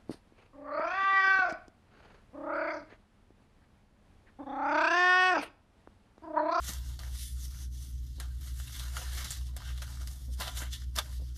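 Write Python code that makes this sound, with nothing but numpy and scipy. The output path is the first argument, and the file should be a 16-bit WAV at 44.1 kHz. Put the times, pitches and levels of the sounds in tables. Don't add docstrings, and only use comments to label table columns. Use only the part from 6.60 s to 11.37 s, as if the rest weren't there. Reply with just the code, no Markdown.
import sys
import numpy as np
from scipy import signal
from scipy.fft import rfft, irfft
from scipy.io import wavfile

SR = 44100
rng = np.random.default_rng(int(sys.argv[2]) if len(sys.argv) > 2 else 0)


def wav_out(sig):
    wavfile.write(sys.argv[1], SR, np.round(np.clip(np.atleast_2d(sig).T, -1, 1) * 32767).astype(np.int16))


def volts_from_decibels(level):
    exponent = np.asarray(level, float) / 20
    return 10 ** exponent


N = 210435

# frequency in Hz, relative level in dB per Hz.
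FLEX_SPECTRUM = [(330, -6.5), (440, -13.5), (720, 0.5), (850, -6), (1300, 2), (1500, 2), (1900, -2),
                 (2400, -3.5), (3200, -3.5)]


def rms_one(x):
    return x / np.sqrt(np.mean(x ** 2) + 1e-20)


def at_hz(points, hz):
    point_hz, point_db = np.transpose(points)
    return np.interp(np.log(hz), np.log(point_hz), point_db)


def colour(x, points):
    hz = np.fft.rfftfreq(N, 1 / SR) + 1
    closed = [(points[0][0] / 2, -90), *points, (points[-1][0] * 2, -90)]
    return rms_one(irfft(rfft(x) * volts_from_decibels(at_hz(closed, hz)), N))


def drift(rate_hz):
    r = np.exp(-2 * np.pi * rate_hz * 32 / SR)
    noise = rng.standard_normal(N // 32 + 1002)
    slow = signal.lfilter([1], [1, -2 * r, r * r], noise)[1000:]
    return np.interp(np.arange(N) / 32, np.arange(len(slow)), rms_one(slow))


def in_time(rows):
    s, *columns = np.transpose(rows)
    return [np.interp(np.arange(N) / SR, s, c) for c in columns]


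def resonate(x, hz, width_hz):
    r = np.exp(-np.pi * width_hz / SR)
    poles = [1, -2 * r * np.cos(2 * np.pi * hz / SR), r * r]
    return signal.lfilter([(1 - r * r) / 2, 0, (r * r - 1) / 2], poles, x)


def grains(size, per_s, spread_db, hiss):
    chance, luck = rng.random((2, size))
    size_db = spread_db * np.minimum(-np.log(luck + 1e-9), 4)
    clicks = (chance < per_s / SR) * volts_from_decibels(size_db)
    return (rms_one(clicks) + hiss) * rng.standard_normal(size)


def house():
    # frequency in Hz, level in dB rms.
    hum_lines = [(63.01, -39.6), (59.58, -48.0), (120.04, -53.6), (240.09, -75.3)]
    # frequency in Hz, relative level in dB per Hz.
    rumble_spectrum = [(22, -10), (36, -29.5), (52, -2), (66, -5), (78, -6), (105, -18.5), (140, -14),
                       (165, -25.5), (200, -26.5), (300, -28.5), (420, -45.5), (900, -58), (1450, -52),
                       (2400, -70), (3500, -60), (6000, -57), (15000, -58)]
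    rumble_db = -47.5
    in_step_s = 0.237
    t = np.arange(N) / SR - in_step_s
    lines = sum(np.sqrt(2) * volts_from_decibels(db) * np.sin(2 * np.pi * hz * t) for hz, db in hum_lines)
    return lines + volts_from_decibels(rumble_db) * colour(rng.standard_normal(N), rumble_spectrum)


def room(x):
    t60_s, level_db = 0.093, -11.5
    t = np.arange(SR // 2) / SR
    echoes = rng.standard_normal(len(t)) * volts_from_decibels(-60 * t / t60_s) * (t > 0.003)
    echoes = signal.lfilter([1], [1, -0.6], echoes)
    echoes /= np.sqrt(np.sum(echoes ** 2))
    return volts_from_decibels(level_db) * signal.fftconvolve(x, echoes)[:N]


def bumps():
    # start in seconds, peak in dB, tone in Hz, time to fall 60 dB in seconds.
    bump_rows = [(0.089, -40, 181, 0.086), (1.582, -42.5, 155, 0.087), (2.645, -45, 183, 0.085),
                 (3.681, -47.5, 231, 0.1), (3.791, -41.5, 173, 0.13), (4.02, -41, 307, 0.028),
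                 (4.368, -42.5, 201, 0.071), (4.596, -45.5, 160, 0.048), (4.616, -43, 173, 0.052)]
    out, t = np.zeros(N + SR), np.arange(SR // 3) / SR
    board = signal.butter(2, [200, 600], "band", fs=SR, output="sos")
    rounded = 1 - np.exp(-t / 0.0013)
    for s, peak_db, hz, t60 in bump_rows:
        knock = rms_one(signal.sosfilt(board, rng.standard_normal(len(t))))
        tone = np.sin(2 * np.pi * hz * t)
        thud = (tone + 0.33 * knock) * rounded * volts_from_decibels(-60 * t / t60)
        at = round(s * SR)
        out[at:at + len(t)] += volts_from_decibels(peak_db) * thud / np.max(np.abs(thud))
    return out[:N]


def snaps():
    # start in seconds, peak in dB, ring in Hz,
    # time for the crackle to fall 60 dB in seconds, broad part against the ring in dB.
    snap_rows = [(0.091, -31.5, 4500, 0.084, -12), (0.134, -28.5, 5680, 0.085, -3),
                 (0.3915, -34, 4400, 0.03, -13), (0.435, -37, 1660, 0.068, -12),
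                 (0.941, -47.5, 5000, 0.02, 3), (1.6002, -29.5, 1950, 0.05, 16),
                 (2.163, -33, 3270, 0.094, -2), (2.196, -31, 3520, 0.047, -26),
                 (2.368, -27, 1400, 0.03, -18), (2.645, -26, 5400, 0.065, -8), (2.706, -25, 7400, 0.11, -6),
                 (2.72, -28.5, 4640, 0.045, -5), (2.965, -29.5, 740, 0.051, 7.5),
                 (3.004, -38.5, 1010, 0.01, -18), (3.02, -37.5, 1310, 0.03, -12),
                 (3.278, -43.5, 1400, 0.02, -14), (3.372, -45, 1360, 0.023, -14),
                 (3.727, -44, 5700, 0.03, -6), (4.3558, -41, 1500, 0.03, 5), (4.581, -48, 3930, 0.033, -2),
                 (3.177, -35.5, 3720, 0.073, -2), (3.22, -34.5, 1530, 0.097, -7),
                 (3.474, -31, 4770, 0.04, 6), (3.8, -32, 704, 0.097, -2.5), (3.817, -31, 780, 0.025, -4),
                 (3.879, -25, 3180, 0.022, -9), (4.017, -33, 1550, 0.046, -8.5),
                 (3.99, -31, 6500, 0.04, -6), (4.362, -27, 4730, 0.031, -3), (4.387, -14, 3440, 0.033, -5)]
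    out, t = np.zeros(N + SR), np.arange(SR // 5) / SR
    wide = signal.butter(2, [900, 12000], "band", fs=SR, output="sos")
    for s, peak_db, hz, tail, wide_db in snap_rows:
        tick = rng.standard_normal(len(t)) * volts_from_decibels(-60 * t / 0.004)
        crackle = 0.26 * grains(len(t), per_s=4000.0, spread_db=2.5, hiss=0.6) * volts_from_decibels(-60 * t / tail)
        push = tick + crackle
        broad = rms_one(signal.sosfilt(wide, push))
        ring = rms_one(resonate(push, hz, width_hz=0.19 * hz))
        snap = volts_from_decibels(wide_db) * broad + ring
        at = round(s * SR)
        out[at:at + len(t)] += volts_from_decibels(peak_db) * snap / np.max(np.abs(snap))
    return out[:N]


def strokes():
    # peak time in seconds, sliding in dB, flexing in dB,
    # seconds for sliding to rise 10 dB, seconds for it to fall 10 dB; shorter times are held at the shortest.
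    swell_rows = [(.051, -48.5, -56.5, -0.35, 0.06), (.096, -41, -48.5, 0.06, 0.05),
                  (.171, -51, -60, 0.25, .045), (.291, -54.5, -67, .085, 0.1),
                  (.56, -53, -61.5, 0.05, 0.06), (.63, -45.5, -67, 0.13, 0.09), (.853, -50.5, -68, 0.08, 0),
                  (1.033, -54.5, -61, 0.19, 0.03), (1.13, -60.5, -76, -0.04, 0.16),
                  (1.232, -54, -65.5, 0.06, 0.1), (1.44, -65.5, -80, 0.3, 1.6),
                  (1.7, -67.5, -78, 0.3, 0.44), (1.875, -53, -58.5, 0.05, 0.05),
                  (1.997, -50, -56, 0.0441, 0.04), (2.08, -53, -56, 0.04, -0.01),
                  (2.151, -47.5, -52.5, 0.0446, 0.08), (2.369, -44, -47.5, 0.03, 0.13),
                  (2.535, -48, -53.5, 0.05, 0.09), (2.59, -41, -46.5, 0.06, 0.0546),
                  (2.726, -45, -56.5, 0.07, .07), (2.88, -56, -76.5, .15, .035),
                  (3.078, -47.5, -51.5, 0.0651, .07), (3.178, -52.5, -60.5, 0, 0.04),
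                  (3.326, -50.5, -58.5, 0.11, 0.05), (3.415, -54, -62, 0.05, 0.08),
                  (3.53, -56.5, -68, .08, 0.12), (3.655, -60.5, -76, -0.1, -0.1),
                  (3.74, -53.5, -73, 0.02, -0.03), (3.795, -53, -59, 0, -0.03),
                  (3.974, -41, -47.5, 0.0067, 0.06), (3.88, -47, -49.5, 0.0544, 0.0459),
                  (4.019, -48, -42, 0.02, 0.04), (4.135, -38, -53, .018, 0.0335),
                  (4.2, -53, -64.5, -0.04, 0.06), (4.387, -35, -37, .012, 0.014),
                  (4.44, -56.5, -62.5, -0.04, 0.1), (4.52, -56.5, -68.5, -0.18, 0.19),
                  (4.67, -70, -72, 0.03, 0.2), (4.765, -56, -68, -0.14, 0.5)]
    # peak time in seconds, sliding in dB, flexing in dB,
    # seconds for sliding to fall 10 dB.
    jerk_rows = [(0.391, -53, -58, 0.16), (1.603, -53, -53.5, 0.06), (1.811, -58.5, -66.5, 0.7),
                 (2.196, -46, -47.5, 0.09), (2.647, -41.5, -46.5, 0.05), (2.966, -54.5, -61.5, 0.13),
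                 (3.22, -42.5, -49, 0.024), (3.474, -52.5, -68, 0.05), (3.801, -41, -43.5, 0.0835),
                 (4.3575, -43, -56.5, 0.06)]
    shortest_s, jerk_rise_s = 0.015, 0.0025
    flex_steepness = 1.2
    swells = [(s, a, b, max(rise, shortest_s), max(fall, shortest_s)) for s, a, b, rise, fall in swell_rows]
    jerks = [(s, a, b, jerk_rise_s, max(fall, shortest_s)) for s, a, b, fall in jerk_rows]
    t = np.arange(0, N + 32, 32) / SR
    slide_power, flex_power = 1e-12, 1e-12
    for s, slide_db, flex_db, rise, fall in swells + jerks:
        away_db = -10 * np.where(t < s, (s - t) / rise, (t - s) / fall)
        slide_power = slide_power + volts_from_decibels(slide_db + away_db) ** 2
        flex_power = flex_power + volts_from_decibels(flex_db + flex_steepness * away_db) ** 2
    return [np.interp(np.arange(N) / SR, t, np.sqrt(power)) for power in (slide_power, flex_power)]


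def creaks():
    pops = grains(N, per_s=110, spread_db=2.0, hiss=0)
    dull = signal.lfilter([1], [1, -0.5], pops)
    return colour(dull + 1.8 * resonate(pops, 1430, width_hz=200), FLEX_SPECTRUM)


def patches(source, hiss, pitches_hz, shape_db, patchy_db):
    out, count = np.zeros(N), len(pitches_hz)
    dealt = rng.integers(0, count, N)
    white = rng.standard_normal((2, N))
    for k, hz in enumerate(pitches_hz):
        push = np.sqrt(count) * source * (dealt == k) + hiss * white[k % 2]
        gain = volts_from_decibels(shape_db(hz) + patchy_db * drift(rate_hz=6.4))
        out += (-1) ** k * gain * resonate(push, hz, width_hz=0.097 * hz)
    return out


def handling():
    # time in seconds, pitch of the sliding edge in Hz, its strength in
    # dB, # level of the flexing below about 1100 Hz in dB (it thins out at times), brightness of the sliding in
    # dB.
    tone_rows = [(0, 4860, -3, -4.5, 1.5), (.3, 5000, -1.5, 6, -0.5), (.5, 9600, 0, 7.5, 0.5),
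                 (.66, 9600, 10.5, -36, 1.5), (.76, 9400, 6, 1, 1), (.82, 6000, 10, 1, 6),
                 (1.4, 6000, 5, -6.5, 1), (1.62, 3950, 6.5, 8.5, 0), (1.97, 4200, 0, -11, 3.5),
                 (2.16, 3460, 10, -11.5, 3), (2.4, 4940, 0, 4, 2), (2.75, 6500, 3.5, -3.5, -2),
                 (2.94, 5100, 1.5, 17, -4), (3.08, 3360, 4, -5.5, -4.5), (3.55, 5600, 2, 8.5, 4),
                 (3.75, 5540, 6.5, 5.5, 5), (3.85, 3620, 9.5, 6.5, 0.5), (4.0, 3670, 1, 0.5, 5),
                 (4.14, 3440, 4.5, -14, -8), (4.4, 3540, -2, 9.5, 0), (4.77, 5750, 9, -9, 0)]
    # frequency in Hz, relative level in dB per Hz.
    slide_spectrum = [(1800, -7), (2400, -9), (3400, 1), (4300, -0.5), (6000, -0.5), (8300, -5),
                      (9500, -3.5), (13500, -6.5), (15200, -21)]
    creak_db = -10
    slide_gain, flex_gain = strokes()
    edge_hz, edge_db, low_db, bright_db = in_time(tone_rows)
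    clumps_db = 0.99 * drift(rate_hz=20.0) + 1.07 * drift(rate_hz=92.0)

    def slide_shape(hz):
        hump = np.exp(-(np.log(hz / edge_hz) / 0.09) ** 2)
        return bright_db / (1 + (7000 / hz) ** 8) + edge_db * hump

    def flex_shape(hz):
        return low_db / (1 + (hz / 1100) ** 6)

    fine = grains(N, per_s=5000.0, spread_db=3.5, hiss=0)
    coarse = grains(N, per_s=3000.0, spread_db=2.5, hiss=0)
    slide = patches(fine, 2.6, np.geomspace(1820, 15380, 24), slide_shape, patchy_db=2.0)
    flex = patches(coarse, 1.33, np.geomspace(376.6, 2980, 20), flex_shape, patchy_db=4.0)
    rustle = colour(flex, FLEX_SPECTRUM) + volts_from_decibels(creak_db) * creaks()
    slide = colour(slide, slide_spectrum) * slide_gain * volts_from_decibels(clumps_db)
    return slide + rustle * flex_gain * volts_from_decibels(1.7 * clumps_db)


def scene():
    near = handling() + snaps() + bumps()
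    heard = near + room(near)
    hollow = 0.9 * resonate(heard, 2456, width_hz=300)
    return (heard - hollow + house())[None]


def low_pass(x):
    return signal.sosfilt(signal.butter(12, 15530, fs=SR, output="sos"), x)


def record(dry):
    cut = signal.cheby2(14, 45, 15250, fs=SR, output="sos")
    return low_pass(signal.sosfilt(cut, dry))


dry = scene()
out = record(dry)
wav_out(out)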